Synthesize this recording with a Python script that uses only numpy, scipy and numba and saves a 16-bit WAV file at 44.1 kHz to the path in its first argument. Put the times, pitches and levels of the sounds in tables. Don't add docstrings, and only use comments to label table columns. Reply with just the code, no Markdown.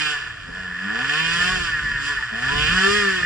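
import sys
import numpy as np
from scipy import signal
from scipy.fft import rfft, irfft
from scipy.io import wavfile
from scipy.ndimage import uniform_filter1d, map_coordinates
from numba import njit

SR = 44100
rng = np.random.default_rng(int(sys.argv[2]) if len(sys.argv) > 2 else 0)


def decibels_to_gain(level_db):
    exponent = np.asarray(level_db, float) / 20
    return 10 ** exponent


def file_out(sig):
    cols = np.atleast_2d(sig).T
    lim = np.clip(cols, -1, 1)
    pcm = np.round(lim * 32767).astype(np.int16)
    wavfile.write(sys.argv[1], SR, pcm)


N = 143325

# frequency in Hz, relative gain in dB.
HOUSING_COLOUR = [(200, -29.5), (330, -29.5), (450, -12), (514, -34), (629, -23), (728, -17), (867, -34),
                  (960, -23), (1080, -16), (1180, -16), (1310, -15.5), (1480, -7.5), (1600, -13.5),
                  (1690, 3), (1800, 6.5), (1950, -3), (2150, -18), (2460, -10.5), (2590, -13),
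                  (2800, -11.5), (3250, -16.5), (3820, -30.5), (4870, -14.5), (6440, -31), (7200, -24.5),
                  (7560, -20), (8200, -35.5), (9880, -33.5), (11000, -46), (14300, -119)]
UNSHARED = 0.85


def unit(x):
    return x / np.sqrt(np.mean(x ** 2))


def over_hz(table, column):
    rows = np.array(table)
    bins_hz = np.fft.rfftfreq(N, 1 / SR)
    return np.interp(np.log(bins_hz + 1), np.log(rows[:, 0]), rows[:, column])


def curves(table):
    rows = np.array(table).T
    return [np.interp(np.arange(N) / SR, rows[0], r) for r in rows[1:]]


def colour(x, table):
    cepstrum = irfft(np.log(decibels_to_gain(over_hz(table, column=1))), N)
    cepstrum[1:N // 2] *= 2
    cepstrum[N // 2 + 1:] = 0
    return irfft(rfft(x) * np.exp(rfft(cepstrum)), N)


def band(x, lo_hz, hi_hz):
    return signal.sosfilt(signal.butter(4, [lo_hz, hi_hz], "band", fs=SR, output="sos"), x)


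def walk(rate_hz):
    hold = int(SR / rate_hz)
    steps = np.repeat(rng.standard_normal(N // hold + 1), hold)
    return 1.42 * uniform_filter1d(uniform_filter1d(steps, hold), hold)[:N]


def pair(share):
    a, b = rng.standard_normal((2, N))
    share = np.clip(share, 0, 1)
    return np.array([a, np.sqrt(1 - share) * a + np.sqrt(share) * b])


def wind():
    # time in seconds, level in dB.
    gust_level = [(0, -47), (.13, -50.5), (.27, -41.5), (.5, -45), (.78, -48), (1.0, -49), (1.25, -44),
                  (1.55, -35), (1.75, -37), (1.88, -39.5), (2.0, -44), (2.32, -42), (2.46, -44),
                  (2.55, -31), (2.64, -36), (2.73, -31), (2.81, -43.5), (3.0, -44.5), (3.1, -47.5),
                  (3.25, -35)]
    # frequency in Hz, relative gain in dB.
    rumble_colour = [(18, -36), (33, 0.5), (50, 1.5), (90, -5), (140, -4), (220, -14.5), (350, -20.5),
                     (600, -28.5), (1000, -52)]
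    rumble = unit(colour(pair(share=0.85), rumble_colour))
    level_db = curves(gust_level)[0] + 2 * walk(9) + 1.17 * walk(30)
    return rumble * decibels_to_gain(level_db)


def echoes(x, tails, db):
    t60_s = 0.08
    t = np.arange(SR // 10) / SR
    tail = unit(tails[:, :len(t)] * decibels_to_gain(-60 * t / t60_s)) / np.sqrt(len(t))
    return x + decibels_to_gain(db) * signal.fftconvolve(x[None], tail, axes=1)[:, :N]


def gas_rasp(phase):
    decay_cycles, steady = 1, 1
    return colour(pair(UNSHARED) * (steady + np.exp(-phase / decay_cycles)), HOUSING_COLOUR)


@njit
def fire(hz, stretch, size):
    pulses, phase = np.zeros(len(hz) + 1), np.empty(len(hz))
    p, cycle = 0., 0
    for i in range(len(hz)):
        step = hz[i] * stretch[cycle] / SR
        p += step
        if p >= 1:
            p -= 1
            cycle += 1
            pulses[i] += size[cycle] * p / step
            pulses[i + 1] += size[cycle] * (1 - p / step)
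        phase[i] = p
    return pulses[:-1], phase


def uneven_firings(hz):
    rate_scatter, size_scatter_db = 0.0022, 2
    chance = rng.standard_normal((N // 100, 2)).T
    return fire(hz, 1 + rate_scatter * chance[0], decibels_to_gain(size_scatter_db * chance[1]))


def returning_wave(pulses, hz):
    # time in seconds, delay as a share of a cycle.
    return_delay = [(0, .5), (1.0, .5), (1.14, .529), (1.55, .529), (1.75, .5), (3.25, .5)]
    delay = curves(return_delay)[0] * SR / hz
    return 0.4 * map_coordinates(pulses, [np.arange(N) - delay])


def clean_partials(hz, levels_db):
    multiples = 1, 2, 3, 6, 7
    waver_db = 1.8, 2, 2.5, 4, 4
    turn = 2 * np.pi * np.cumsum(hz) / SR
    out = 0
    for multiple, level_db, waver in zip(multiples, levels_db, waver_db):
        out = out + np.sqrt(2) * decibels_to_gain(level_db + waver * walk(25.095)) * np.sin(multiple * turn)
    return out


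def engine():
    # time in seconds, firing rate in Hz, dB of partials 1, 2, 3, 6 and 7, growl dB, bark dB.
    revs = [(0.0, 154.8, -40, -46.5, -70, -48, -45, -50, -30),
            (0.12, 148.4, -49, -54.5, -67, -61, -50, -46.5, -26.5),
            (0.17, 143.2, -51, -71, -61, -66, -59, -50, -32.5),
            (0.45, 85.95, -53.5, -81, -74, -78, -71, -66, -41.5),
            (0.49, 84.29, -61, -49.5, -42, -58, -84, -52, -40),
            (0.59, 95.17, -48, -40, -74, -84, -50, -50, -36),
            (0.76, 87.65, -69, -43.5, -54.5, -69, -82, -53, -36.5),
            (0.86, 98.2, -49, -35.5, -50, -79, -51.5, -52, -32),
            (0.99, 121.2, -49, -41, -54, -41.5, -62, -42, -29.5),
            (1.04, 134.2, -41, -47.5, -45.5, -87, -41, -44.5, -27),
            (1.21, 162.1, -37, -49.5, -55, -39.5, -36.5, -45, -31),
            (1.3, 166.5, -41, -53.5, -58, -36, -68.5, -41, -28.5),
            (1.45, 179.7, -34.5, -45, -66, -42, -38, -43.5, -23),
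            (1.52, 188, -37, -44, -74, -21.5, -55.5, -41, -29.5),
            (1.78, 151.4, -47.5, -58, -73, -98, -45, -57, -30),
            (1.85, 145.8, -50.5, -100, -58, -74, -67, -59.5, -31.5),
            (2.0, 137.6, -42.5, -45, -57, -62, -50, -52.5, -32),
            (2.11, 145.6, -68, -49.5, -41.5, -73, -34.5, -50.5, -28),
            (2.28, 115.7, -47, -85, -76.5, -83, -68, -57, -35.5),
            (2.33, 108.4, -61, -34.5, -62, -49, -70, -44, -33.5),
            (2.43, 125.3, -39.5, -42.5, -61, -53, -59, -44, -28),
            (2.52, 143.3, -39.5, -46, -38, -79, -29.5, -40, -27.5),
            (2.67, 153, -36, -52.5, -50, -52, -48, -43, -29),
            (2.73, 180.9, -33, -49, -83, -47.5, -36, -45.5, -22.5),
            (2.85, 194.9, -30.5, -29, -60, -42, -26, -38.5, -22.5),
            (2.97, 209.5, -31, -27.5, -56.5, -24, -68, -47.5, -26.5),
            (3.11, 190.1, -36, -31, -57.5, -41, -51, -55.5, -27),
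            (3.25, 173.4, -40.5, -52, -68, -68.5, -39, -44.5, -34)]
    # time in seconds, level of the housing's ring in dB.
    ring_level = [(0.0, -26), (0.09, -29), (0.4, -41.5), (1.09, -24.5), (1.48, -22), (1.66, -34.5),
                  (1.68, -25), (2.03, -26.5), (2.32, -31.5), (2.48, -23), (2.61, -30), (2.63, -22.5),
                  (3.11, -21), (3.13, -26), (3.25, -24)]
    # time in seconds, rasp dB, treble dB; both jump when the throttle opens.
    throttle = [(0.0, -24.5, -33.5), (0.12, -31, -35), (0.16, -36, -42), (0.35, -46, -52),
                (0.42, -44, -52.5), (0.47, -48, -54), (0.88, -42, -48), (1.2, -26.5, -33),
                (1.49, -27.5, -32.5), (1.71, -35.5, -40.5), (1.97, -40, -45.5), (2.07, -33, -35),
                (2.18, -38, -43), (2.33, -40.5, -48.5), (2.6, -26, -33), (2.72, -25.5, -33.5),
                (2.75, -30, -32), (2.8, -25, -31.5), (2.93, -28.5, -28), (2.97, -27.5, -29.5),
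                (3.06, -31.5, -36.5), (3.25, -34, -39.5)]
    # time in seconds, extra gas in dB.
    roughness = [(0, -1), (.12, -1), (.17, 6), (.8, 4), (1.1, -1), (1.5, 0), (1.62, 2), (1.72, 0), (2.1, 0),
                 (2.3, 4), (2.55, -2), (2.8, 1), (3.05, 3), (3.25, 4)]
    gas_db = -2.5, -2, -10, -5.5, 3
    inertia_s = 0.04
    flutter_db, flutter_hz = 0.9, 14
    echo_db, ring_echo_db = 2.2, -2
    edges_hz = 260, 900, 1600, 2200, 3800, 0.45 * SR

    hz, *levels_db = curves(revs) + curves(ring_level) + curves(throttle)
    hz = uniform_filter1d(hz, int(inertia_s * SR))
    pulses, phase = uneven_firings(hz)
    piped_pulses = pulses + returning_wave(pulses, hz)
    tails = pair(UNSHARED)

    def housed(train, db):
        return colour(echoes(train / np.sqrt(hz), tails, db), HOUSING_COLOUR)

    firings, ring = housed(pulses, echo_db), housed(pulses, ring_echo_db)
    piped = housed(piped_pulses, echo_db)
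    gas = gas_rasp(phase)
    rough = decibels_to_gain(curves(roughness)[0])
    out = clean_partials(hz, levels_db[:5])
    for k, source in enumerate((firings, firings, ring, piped, piped)):
        lo_hz, hi_hz = edges_hz[k:k + 2]
        gas_gain = decibels_to_gain(gas_db[k]) * rough
        part = unit(band(source, lo_hz, hi_hz)) + gas_gain * unit(band(gas, lo_hz, hi_hz))
        part = part / np.sqrt(1 + gas_gain ** 2)
        out = out + part * decibels_to_gain(levels_db[5 + k] + flutter_db * walk(flutter_hz))
    return out


def scene():
    # frequency in Hz, side minus mid in dB, lag of side in rad.
    ports = [(40, -18, .8), (100, -18, 2.6), (218, -15.5, 0.81), (334, 12.5, 2.2), (395, 2, 0.75),
             (510, -2.5, 1.7), (610, 6.5, 1.25), (720, -1.5, 0.5), (957, 1.5, 1.7), (1205, -12.5, 3),
             (1535, -14.5, 1.9), (1760, -29, 1.9), (2160, -9.5, 2.5), (2490, 0, 3.2), (3200, 2, 2),
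             (3890, 9.5, 1.8), (4870, -9.5, 3), (6500, 4, 1.34), (7200, -8, 1.45), (8300, -2, 1.4),
             (9700, -0.8, 1.64)]
    mid, other = engine() + wind()
    path = decibels_to_gain(over_hz(ports, column=1)) * np.exp(-1j * over_hz(ports, column=2))
    side = irfft(rfft(other) * path, N)
    return np.array([mid + side, mid - side])


def top_cut(x):
    return signal.sosfilt(signal.butter(12, 11410, fs=SR, output="sos"), x)


def record(dry):
    return top_cut(dry)


dry = scene()
out = record(dry)
file_out(out)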